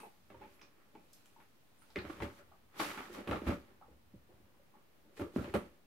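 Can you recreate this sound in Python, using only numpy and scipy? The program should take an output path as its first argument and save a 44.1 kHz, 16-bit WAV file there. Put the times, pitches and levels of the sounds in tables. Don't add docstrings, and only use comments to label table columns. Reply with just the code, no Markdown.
import sys
import numpy as np
from scipy import signal
from scipy.fft import rfft, irfft, next_fast_len
from scipy.io import wavfile
from scipy.ndimage import map_coordinates

SR = 44100
rng = np.random.default_rng(int(sys.argv[2]) if len(sys.argv) > 2 else 0)


def output_pcm(signal):
    pcm = np.clip(np.atleast_2d(signal).T, -1, 1) * 32767
    wavfile.write(sys.argv[1], SR, np.round(pcm).astype(np.int16))


def ratio_of_db(decibels):
    return 10 ** (np.asarray(decibels, float) / 20)


N = 258408
SPAN = 16384
LONG = next_fast_len(N + 8192)
SPAN_HZ = np.fft.rfftfreq(SPAN, 1 / SR)
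LONG_HZ = np.fft.rfftfreq(LONG, 1 / SR)

# [f/Hz, width/Hz, level/dB]
JAW_MODES = [(210, 53.5, -1.5), (330, 36, 0), (390, 31, -1), (509.4, 14, -3), (571.2, 17.4, -1)]
# [f/Hz, width/Hz, level/dB]
FLOOR_MODES = [(67.6, 39.3, 2), (82.4, 23, 4), (109.2, 14, -2)]
# [f/Hz, width/Hz, level/dB]
TREAT_MODES = [(583.5, 20, -10), (700, 66, -12), (846, 46, -12.5), (1000, 117, -10.5), (1123, 23, -8),
               (1540, 150, -14), (1342, 147, -8.5)]
# [f/Hz, level/dB per Hz]
HIDE_SPECTRUM = [(300, -12), (600, -8), (850, -3.5), (1200, -2.5), (1900, -6), (2300, -7.5), (3500, -16),
                 (5000, -26), (8000, -33), (15000, -32)]
# [f/Hz, level/dB per Hz]
CLOTH_SPECTRUM = [(2650, -5), (4500, -5.5), (4910, -7.5), (8190, -10), (9750, -13), (10700, -8),
                  (12300, -9), (15300, -16)]
# [f/Hz, level/dB per Hz]
HISS_SPECTRUM = [(13, -28), (22, -6), (34, -26), (49, -18), (76, -14.5), (227, -12), (394, -18),
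                 (783, -20.5), (949, -22), (1090, -22.5), (2850, -28), (7460, -37.5), (14400, -33.5),
                 (15700, -31)]
# [f/Hz, correlation, values below 0 acting as 0]
DOG_ALIKE = [(60, 0.92), (180, 0.98), (550, 0.65), (1650, -0.19), (4970, -0.024), (15000, -0.99)]
# [f/Hz, correlation, values below 0 acting as 0]
ROOM_ALIKE = [(60, -0.13), (240, 0.35), (950, 0.048), (3770, -0.16), (15000, -0.13)]
# [f/Hz, level/dB]
SIDE_LEAN = [(60, -1.5), (240, -0.5), (950, -1), (3770, -2.5), (15000, 1.5)]

# [t/s, peak level/dB, mouth cavity f/Hz, broad crack over cavity ring/dB]
HARD_CRACKS = [(1.962, -34.5, 2040, -5), (1.968, -42, 1860, 3), (1.987, -37.5, 1590, -5),
               (2.051, -43.5, 760, 4.5), (2.099, -45, 1160, 3.5), (2.203, -32.5, 900, -4),
               (2.222, -42, 1020, 11), (2.234, -44.5, 785, 8.5), (2.796, -31.5, 4080, 0),
               (2.7993, -29.5, 900, 1.5), (2.829, -44, 840, 7), (2.859, -32, 2180, -10),
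               (2.977, -42, 1370, 8.5), (3.104, -49, 1260, 0), (3.186, -43, 770, -13),
               (3.275, -36.5, 760, 3), (3.312, -29, 700, 1), (3.321, -33, 870, -2),
               (3.333, -30.5, 1300, -17), (3.359, -40.5, 1270, 3), (3.418, -45, 900, 2),
               (3.469, -33.5, 805, -2.5), (3.509, -38.5, 1200, 3), (5.198, -38, 860, -2.5),
               (5.217, -38, 1080, -3.5), (5.361, -48, 800, -11), (5.385, -41, 1290, -7),
               (5.444, -44, 800, 5.5), (5.54, -23, 740, -5.5), (5.55, -36, 945, -2)]
# [t/s, peak level/dB, mouth cavity f/Hz, broad crack over cavity ring/dB]
SOFT_SMACKS = [(.002, -43.5, 1010, -22), (.033, -35, 850, -24), (.049, -43, 850, -28), (.302, -53, 740, 8),
               (.343, -49.5, 940, -5), (.414, -41, 859, -8.5), (.439, -41.5, 865, -5.5),
               (.613, -53.5, 2360, 5.5), (.951, -44.5, 814, -4.5), (1.258, -64, 2500, 7),
               (1.363, -47, 900, -15), (1.403, -54, 915, 6), (1.82, -62, 1364, 9), (1.902, -62, 856, 6),
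               (2.389, -52, 1430, -1.5), (5.17, -48, 1860, 4.5)]
# [t/s, peak level/dB, f/Hz, floor thump level/dB]
HARD_KNOCKS = [(1.958, -32, 390, -67.5), (1.968, -33.5, 191, -38), (1.988, -41, 374, -51),
               (2.045, -36, 296, -41.5), (2.097, -37.5, 295, -50.5), (2.204, -38, 440, -36.5),
               (2.221, -29, 337, -41), (2.232, -33.5, 273, -61), (2.796, -33, 304, -65),
               (2.862, -41.5, 294, -77), (2.97, -43, 254.5, -58), (3.098, -37.5, 349, -59),
               (3.187, -37.5, 340, -66), (3.273, -31, 312, -34.5), (3.29, -26.5, 299, -40),
               (3.311, -29.5, 300, -34), (3.335, -28, 337, -42.5), (3.359, -31.5, 322, -57),
               (3.418, -40, 223, -48), (3.468, -30.5, 201, -26.5), (3.488, -28.5, 272, -36),
               (3.51, -28, 173, -38), (5.195, -30, 297, -37.5), (5.216, -27.5, 316, -53),
               (5.37, -29, 257, -39), (5.376, -35, 300, -50), (5.478, -34.5, 345, -45),
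               (5.542, -24, 362, -46), (5.551, -24, 358, -44), (5.56, -34.5, 210, -51)]
# [t/s, peak level/dB, f/Hz]
JAW_NUDGES = [(0.031, -48, 440), (0.302, -49, 318), (0.343, -47, 527), (0.412, -41, 332), (.438, -48, 276),
              (0.953, -42, 326), (2.391, -54.5, 570), (3.882, -51.5, 486), (4.138, -45, 192),
              (4.292, -55.5, 348), (4.595, -56.5, 533), (5.052, -54, 300)]
# [t/s, peak level/dB, f/Hz, length/s]
WET_TICKS = [(.003, -54, 9060, 0.031), (.01, -57, 12400, 0.12), (.005, -53, 2460, 0.02),
             (0.421, -57, 2480, 0.042), (0.545, -65, 11600, 0.02), (0.615, -56, 5400, 0.015),
             (0.951, -63, 2450, 0.015), (1.132, -56.5, 7960, 0.0016), (1.133, -56, 12300, 0.015),
             (1.135, -57, 5300, 0.0018), (0.593, -66, 2070, .01), (1.258, -62.5, 6960, 0.0026),
             (1.259, -63, 11000, 0.0044), (1.403, -67, 11400, .03), (1.779, -68, 8800, 0.033),
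             (1.815, -62, 9600, 0.014), (1.904, -62, 4330, 0.0024), (2.515, -54, 743, .006),
             (2.52, -59, 1155, 0.0087), (3.813, -49.5, 824, 0.0069), (3.824, -54.5, 1210, 0.0066),
             (3.867, -61, 815, 0.0056), (4.136, -72, 530, 0.0022), (4.291, -58.5, 790, 0.047),
             (4.54, -62.5, 960, .011), (4.74, -54.5, 890, 0.0066), (4.772, -64, 1030, 0.015)]
# [t/s, peak level/dB, f/Hz]
TOOTH_CLICKS = [(1.9595, -50, 3300), (1.988, -49, 4150), (2.203, -56, 2200), (3.275, -49, 2700),
                (3.313, -39, 2700), (3.322, -44, 1300), (2.052, -57, 1500), (2.3, -55, 1440),
                (2.799, -48, 1200), (5.444, -57, 2400), (5.54, -48, 2000), (5.362, -51, 1000),
                (3.47, -47, 1170)]
# [t/s, peak level/dB]
CRUMB_SPRAY = [
    (2.22, -72),
    (2.843, -48),
    (3.275, -55.5),
    (3.47, -58),
    (5.194, -57),
    (5.372, -62),
    (5.54, -46),
    (5.551, -57),
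]
# [t/s, peak level/dB, f/Hz]
FIBRE_SNAPS = [(.6145, -57, 3600), (.615, -44.5, 2470), (1.259, -51, 2730), (1.955, -51, 1710),
               (1.9595, -22.5, 2040), (1.97, -29, 2120), (2.005, -46, 1430), (2.0134, -51, 1800),
               (2.0524, -52, 1500), (2.081, -37.5, 1590), (2.098, -47, 1100), (2.134, -50, 3300),
               (2.22, -42, 1300), (2.2235, -28.5, 1990), (2.234, -37, 2290), (2.7387, -56, 1460),
               (2.761, -52, 1604), (2.7995, -23.5, 900), (2.803, -24.5, 900), (2.813, -38, 1100),
               (2.822, -42, 1000), (2.8444, -37, 2120), (2.861, -39, 1100), (2.89, -35, 1900),
               (2.9047, -31, 2000), (2.9594, -38, 1340), (2.985, -41, 1310), (3.0144, -44, 1390),
               (3.1448, -48, 1630), (3.168, -41, 1000), (3.279, -33, 2600), (3.315, -33, 1780),
               (3.323, -28, 746), (3.328, -34, 1290), (3.34, -40, 800), (3.349, -39, 1400),
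               (3.3574, -43, 1300), (3.454, -44, 1530), (3.475, -44, 1300), (3.4834, -42, 1320),
               (3.5057, -37, 1690), (3.512, -36, 1190), (3.522, -36, 900), (5.177, -47, 1940),
               (5.218, -34, 900), (5.444, -42, 1360), (5.456, -47, 2400), (5.543, -23, 804),
               (5.547, -42, 2500), (5.555, -26, 1210), (5.576, -39, 1310), (2.8, -32, 3000),
               (2.808, -39, 4500)]
# [t/s, peak level/dB, f/Hz]
TREAT_THUDS = [(.44, -46.5, 250), (2.098, -38.5, 330), (2.764, -53, 298), (2.812, -33, 314),
               (2.849, -42, 330), (3.003, -45, 300), (3.02, -45, 298), (3.288, -36.5, 200),
               (3.419, -33.5, 343), (3.476, -30, 202), (3.4937, -21.5, 272), (4.15, -56, 200),
               (5.217, -31, 330), (5.362, -18.5, 217), (5.3855, -31, 250), (5.395, -38, 240),
               (5.405, -32.5, 238), (5.416, -37, 230), (5.445, -41, 210), (5.545, -29, 330),
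               (5.558, -45, 305), (5.25, -40, 342), (5.283, -43, 350), (5.34, -45, 352), (2.205, -40, 400)]
# [t/s, peak level/dB, f/Hz]
SHORT_PINGS = [(.594, -56, 2510), (.594, -66, 5200), (.627, -56, 6200), (.303, -52, 626),
               (1.977, -46, 2067), (1.988, -45, 1410), (2.096, -50, 1600), (2.098, -45, 700),
               (2.204, -46, 1600), (2.231, -46, 2320), (2.797, -33, 2080), (2.808, -37, 1380),
               (2.815, -48, 5500), (2.834, -46, 3900), (2.837, -38, 2530), (2.847, -37, 3680),
               (2.857, -41, 1380), (2.865, -45, 1380), (2.885, -44, 1600), (2.902, -45, 2070),
               (2.914, -43, 1600), (2.985, -42, 2300), (3.158, -49, 1370), (3.17, -49, 1380),
               (3.276, -40, 1750), (3.311, -44, 2760), (3.318, -32, 516), (3.326, -34, 1300),
               (3.336, -40, 1340), (3.339, -54, 3200), (3.346, -32, 585), (3.348, -43, 1750),
               (3.36, -41, 180), (3.37, -44, 1340), (3.431, -45, 590), (3.486, -44, 1340),
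               (3.492, -29.5, 433), (3.501, -45, 1380), (3.509, -44, 1040), (3.52, -35, 575),
               (3.532, -35, 258), (3.533, -46, 1350), (3.576, -41.5, 343), (5.176, -47, 430),
               (5.195, -46, 1380), (5.21, -39, 507), (5.244, -34.5, 342), (5.265, -44, 430),
               (5.366, -46, 510), (5.365, -47, 1290), (5.4, -33, 189), (5.538, -36, 765),
               (5.542, -35, 1390), (5.542, -36, 2530), (5.549, -30.5, 199), (5.555, -41, 1140),
               (5.56, -34, 581), (5.571, -41, 1290), (5.581, -36, 191), (5.616, -46, 430)]
# [peak t/s, pressure level/dB, grit over it/dB, 20 dB rise t/s, 20 dB fall t/s]
GRIND_STROKES = [(1.961, -41.5, -0.5, -0.0371, 0.1232), (2.11, -51.5, -1, 0.09, 0.36),
                 (2.227, -40, -6.5, -0.0332, 0.09), (2.37, -68, 8.5, 0.02, 0.11),
                 (2.801, -44.5, 8.5, 0.01, 0.2365), (2.988, -49.5, 6, 0.166, 0.21),
                 (3.142, -53.5, 5, -0.02, 0.33), (3.188, -42.5, -21, 0.09, 0.09),
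                 (3.283, -39, -4, 0, 0.1972), (3.326, -35, -4, -0.0047, 0.074),
                 (3.483, -34, -4, 0.0365, 0.113), (5.213, -38.5, -9.5, 0.02, 0.07),
                 (5.361, -39, -9, -0.03, 0.13), (5.46, -47, -4, 0.16, 0.18),
                 (5.546, -26, -11, -0.0224, 0.0578), (5.6, -46, -6, 0.1, 0.14)]
# [peak t/s, pressure level/dB, grit over it/dB, 20 dB rise t/s, 20 dB fall t/s]
LICK_STROKES = [(0.001, -50, -5.5, .02, 0.045), (0.051, -64.5, -1, 0.045, 0.14),
                (.318, -60, -5.5, 0.028, 0.37), (.43, -57.5, -2, 0.12, 0.15), (.86, -79, 8.5, 0.3, .12),
                (2.775, -55, 5.5, 0.051, 0.14), (.632, -64.5, 1, 0.22, 0.11), (.8, -70, -3, 0.44, .5),
                (.95, -58, -18, 0.033, 0.14), (1.19, -91, 6, .3, .3), (1.4, -65, -8, 0.16, 0.1),
                (1.88, -70, -4, 0.21, 0.084), (3.68, -63, -1.5, 0.13, 0.23), (3.92, -64, -11, 0.44, 0.16),
                (4.145, -68, -16, 0.0097, 0.08), (4.31, -64, -11, .04, .5), (4.752, -65, -6, 0.04, 0.24),
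                (5.1, -63.5, -11, 0.089, 0.35)]
# [peak t/s, level/dB, 20 dB rise t/s, 20 dB fall t/s]
FLOOR_SWAYS = [
    (0.4, -65.5, 0.2, 0.1),
    (2.13, -63.5, 0.33, 0.75),
    (0.36, -64, 0.1, 0.2),
    (4.16, -60, -0.57, 0.07),
    (3.14, -53.5, -0.02, 0),
    (3.47, -46, 0, 0.12),
    (3.92, -66.5, 0.3, 1.05),
    (4.34, -63, -0.3, 0.2),
    (5.37, -45.5, 0.02, 0.28),
    (5.21, -47, 0.03, -0.2),
]
# [peak t/s, level/dB, 20 dB rise t/s, 20 dB fall t/s]
BEDDING_RUSTLES = [(0.001, -65.5, -7, 0.17), (.15, -77.5, 0.9, 0.9), (.54, -72.5, 0.3, 0.1),
                   (1.19, -73, 0.5, 0.9), (1.88, -77, 0.5, 1.5), (1.96, -76, 0.3, .5),
                   (2.11, -64.5, 0.18, 0.28), (2.226, -57.5, 0.03, 0.08), (2.39, -67.5, 0.5, 0.06),
                   (2.806, -44, 0.04, 0.22), (3.0, -63, 0.23, 0.5), (3.138, -57, 0.04, 0.13),
                   (3.3, -62, -0.03, 0.34), (3.484, -56.5, 0.06, 0.1457), (5.172, -61.5, 0.02, 0.08),
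                   (5.212, -62.5, 0.08, 0.12), (5.364, -61, 0.05, 0.36), (5.45, -67, 0.2, 0),
                   (5.544, -60.5, -0.08, 0.13)]
# [rumble, knock, grit, cloth level/dB]
REST_LEVELS = (-85.5, -99, -92.5, -86.5)
# [peak t/s, level/dB, f/Hz, width/Hz, 20 dB rise t/s, 20 dB fall t/s]
FUR_SWISHES = [
    (0.85, -75.5, 1740, 900, 0.26, -0.1),
    (4.33, -73, 700, 450, -0.06, 0.1),
    (0.63, -71, 4200, 2600, 0, 0.1),
    (1.79, -72, 9500, 350, 0, 0.1),
]


def unit(x):
    return x / np.sqrt(np.mean(np.abs(x) ** 2, axis=-1, keepdims=True) + 1e-20)


def along(points, hz):
    f, v = np.transpose(points)
    return np.interp(np.log(hz + 1), np.log(f + 1), v)


def modes(table, f):
    total = 0
    for k, (centre, width, db) in enumerate(table):
        damping = 1j * f * width
        total = total + (-1) ** k * ratio_of_db(db) * damping / (centre * centre - f * f + damping)
    return total


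def steep(hz, centre_hz, width_hz):
    return unit(modes([(centre_hz, width_hz, 0)], hz) ** 2)


def causal(gain):
    cepstrum = irfft(np.log(gain + 1e-6))
    half = len(cepstrum) // 2
    cepstrum[1:half] *= 2
    cepstrum[half + 1:] = 0
    return np.exp(rfft(cepstrum))


def half_angle(alike, hz):
    return np.arccos(np.clip(along(alike, hz), 0, 1)) / 2


def spread(pair, alike, hz):
    turn = half_angle(alike, hz)
    mid, side = pair[0] * np.cos(turn), pair[1] * np.sin(turn)
    return np.array([mid + side, mid - side])


def wobble(rate):
    knots = rng.standard_normal(int(N * rate / SR) + 4)
    return map_coordinates(knots, [np.arange(N) * rate / SR])


def grains(response, alike, rate, depth_db):
    noise = ratio_of_db(depth_db * wobble(rate)) * rng.standard_normal((2, N))
    out = irfft(spread(rfft(noise, LONG), alike, LONG_HZ) * response(LONG_HZ), LONG)[:, :N]
    return out / np.sqrt(np.mean(out ** 2))


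def swell(s, db, rise_s, fall_s, rest_db):
    step = 32
    late = np.arange(0, N + 2 * step, step)[:, None] / SR - s
    fall_db = 20 * np.maximum(-late / np.maximum(rise_s, .002), late / np.maximum(fall_s, .002))
    gain = np.sqrt((ratio_of_db(db - fall_db) ** 2).sum(1) + ratio_of_db(rest_db) ** 2)
    return np.interp(np.arange(N), np.arange(len(gain)) * step, gain)


def silence():
    return np.zeros((2, N + SPAN))


def add(out, s, body, length, wet_db, pan_db=0):
    t = np.arange(SPAN) / SR
    chance = rng.standard_normal((4, SPAN))
    sparse = np.abs(chance[1]) > 2.5
    snaps = chance[0] * sparse * np.exp(-t / np.clip(length, .0002, .1))
    snaps[0] = -1.25
    tail = chance[2:] * ratio_of_db(-60 * t / 0.24) * (1 - np.exp(-t / 0.00061)) * (t < .3)
    room = 1 + ratio_of_db(wet_db) * spread(rfft(tail / np.linalg.norm(tail[0])), DOG_ALIKE, SPAN_HZ)
    sound = irfft(rfft(snaps / np.linalg.norm(snaps)) * body * room)
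    start = round(s * SR)
    out[:, start:start + SPAN] += sound * ratio_of_db([[pan_db / 2], [-pan_db / 2]])


def cracks():
    out = silence()
    hide = unit(causal(ratio_of_db(along(HIDE_SPECTRUM, SPAN_HZ))))
    for events, length, wide in [(HARD_CRACKS, 0.0052, 0.31), (SOFT_SMACKS, 0.01, 0.14)]:
        for s, db, pitch_hz, broad_db in events:
            cavity = steep(SPAN_HZ, pitch_hz, 100 + wide * pitch_hz)
            body = ratio_of_db(db + 9.0) * (ratio_of_db(broad_db) * hide + cavity)
            add(out, s, body, length, wet_db=4.0, pan_db=4.5 * rng.normal())
    return out[:, :N]


def knocks():
    out = silence()
    jaw = unit(modes(JAW_MODES, SPAN_HZ) * modes([(345, 830, 0)], SPAN_HZ))
    floor = unit(modes(FLOOR_MODES, SPAN_HZ) * modes([(82.5, 140, 0)], SPAN_HZ))
    nudges = [(s, db, pitch_hz, db - 23) for s, db, pitch_hz in JAW_NUDGES]
    for s, db, pitch_hz, thump_db in list(HARD_KNOCKS) + nudges:
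        skull = 0.73 * unit(jaw * modes([(pitch_hz, 400, 0)], SPAN_HZ))
        knock = ratio_of_db(db + 15.0) * (skull + steep(SPAN_HZ, pitch_hz, 78.4))
        add(out, s, knock + ratio_of_db(thump_db + 22.0) * floor, length=0.00041, wet_db=-1.5)
    return out[:, :N]


def ticks():
    out, events = silence(), []
    for s, db, pitch_hz, length in WET_TICKS:
        blur = min(.6, 9.5 * pitch_hz / length / 53000000.0)
        events.append((s, db, pitch_hz, length, 0.11 + blur))
    events += [(s, db, pitch_hz, 0.0018, 0.23) for s, db, pitch_hz in TOOTH_CLICKS]
    events += [(s, db, 10000, 0.015, 0.64) for s, db in CRUMB_SPRAY]
    for s, db, pitch_hz, length, wide in events:
        add(out, s, ratio_of_db(db + 17) * steep(SPAN_HZ, pitch_hz, 150 + wide * pitch_hz), length, wet_db=3.0)
    return out[:, :N]


def splinters():
    out = silence()
    for s, db, pitch_hz in FIBRE_SNAPS:
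        body = ratio_of_db(db + 6.5) * steep(SPAN_HZ, pitch_hz, 200 + 0.35 * pitch_hz)
        add(out, s, body, length=0.00075, wet_db=-3.0, pan_db=3.0 * rng.normal())
    return out[:, :N]


def thuds():
    out = silence()
    for s, db, pitch_hz in TREAT_THUDS:
        ring, soft_contact = modes([(pitch_hz, 88, 0)], SPAN_HZ), modes([(pitch_hz, 486, 0)], SPAN_HZ)
        add(out, s, ratio_of_db(db + 16.0) * unit(ring * soft_contact), length=0.00046, wet_db=-3.5)
    return out[:, :N]


def pings():
    out, t = silence(), np.arange(SPAN // 4) / SR
    opposite = np.array([[1], [-1]])
    for s, db, pitch_hz in SHORT_PINGS:
        chance = rng.standard_normal(2)
        turn = half_angle(DOG_ALIKE, pitch_hz) * np.sign(chance[0]) * opposite
        width_hz = 25 + 0.043 * pitch_hz
        fade = np.exp(-np.pi * width_hz * t) * (1 - np.exp(-t / 0.00051))
        level = ratio_of_db(db + chance[1] * 1.5 * opposite)
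        start = round(s * SR)
        out[:, start:start + len(t)] -= level * fade * np.sin(2 * np.pi * pitch_hz * t + turn)
    return out[:, :N]


def crackle():
    snaps = rng.standard_normal(N) * (rng.random(N) < 160 / SR)
    echo = 1 + 0.5 * np.exp(-2j * np.pi * LONG_HZ * np.array([[.0017], [.0026]]))
    hide = causal(ratio_of_db(along(HIDE_SPECTRUM, LONG_HZ)))
    return unit(irfft(rfft(snaps, LONG) * hide * echo, LONG)[:, :N])


def gnawing():
    s, db, grit_db, rise_s, fall_s = np.transpose(list(GRIND_STROKES) + list(LICK_STROKES))
    rumble_rest, knock_rest, grit_rest, cloth_rest = REST_LEVELS
    slips = wobble(30)

    grit = grains(lambda hz: ratio_of_db(along(HIDE_SPECTRUM, hz)), DOG_ALIKE, rate=300, depth_db=1.5)
    grind = swell(s, db + grit_db - 5.0, rise_s, fall_s, grit_rest) * ratio_of_db(1.2 * slips)
    grind = grind * (grit + ratio_of_db(-8.5) * crackle())

    jaw = grains(lambda hz: modes(JAW_MODES, hz) * modes([(316, 5200, 0)], hz), DOG_ALIKE, rate=80, depth_db=1.5)
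    knock = swell(s, db - 4.5, rise_s, fall_s, knock_rest) * ratio_of_db(2.0 * slips) * jaw

    pressed = swell(s, db - 24.5, rise_s, 2.1 * fall_s, rumble_rest)
    weight = np.hypot(pressed, swell(*np.transpose(FLOOR_SWAYS), rumble_rest))
    rumble = weight * grains(lambda hz: modes(FLOOR_MODES, hz) * modes([(85.6, 93, 0)], hz),
                             DOG_ALIKE, rate=20, depth_db=1.5)

    cloth = grains(lambda hz: ratio_of_db(along(CLOTH_SPECTRUM, hz)), DOG_ALIKE, rate=820, depth_db=1.5)
    rustle = swell(*np.transpose(BEDDING_RUSTLES), cloth_rest) * ratio_of_db(2.0 + 0.13 * slips) * cloth
    return grind + knock + rumble + rustle


def fur():
    out = 0
    for s, db, pitch_hz, width_hz, rise_s, fall_s in FUR_SWISHES:
        brush = grains(lambda hz: steep(hz, pitch_hz, width_hz), DOG_ALIKE, rate=54, depth_db=1.0)
        out = out + swell(s, db, rise_s, fall_s, rest_db=-120) * brush
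    return out


def room_hiss():
    noise = grains(lambda hz: ratio_of_db(along(HISS_SPECTRUM, hz)), ROOM_ALIKE, rate=6.8, depth_db=-0.43)
    return ratio_of_db(-69 + 0.22 * wobble(3.18)) * noise


def scene():
    dog = cracks() + knocks() + ticks() + splinters() + thuds() + pings() + gnawing() + fur()
    bass_cut = modes([(900, 14000, 0.011)], LONG_HZ)
    treat_ring = 1 + modes(TREAT_MODES, LONG_HZ)
    lean_db = along(SIDE_LEAN, LONG_HZ) / 2
    path = bass_cut * treat_ring * ratio_of_db([lean_db, -lean_db])
    return irfft(rfft(dog, LONG) * path, LONG)[:, :N] + room_hiss()


def top_cut(x):
    return signal.sosfilt(signal.butter(12, 15810, fs=SR, output="sos"), x)


def record(dry):
    kept = irfft(rfft(dry, LONG) * (LONG_HZ < 15790), LONG)[:, :N]
    return top_cut(kept - .0004)


dry = scene()
out = record(dry)
output_pcm(out)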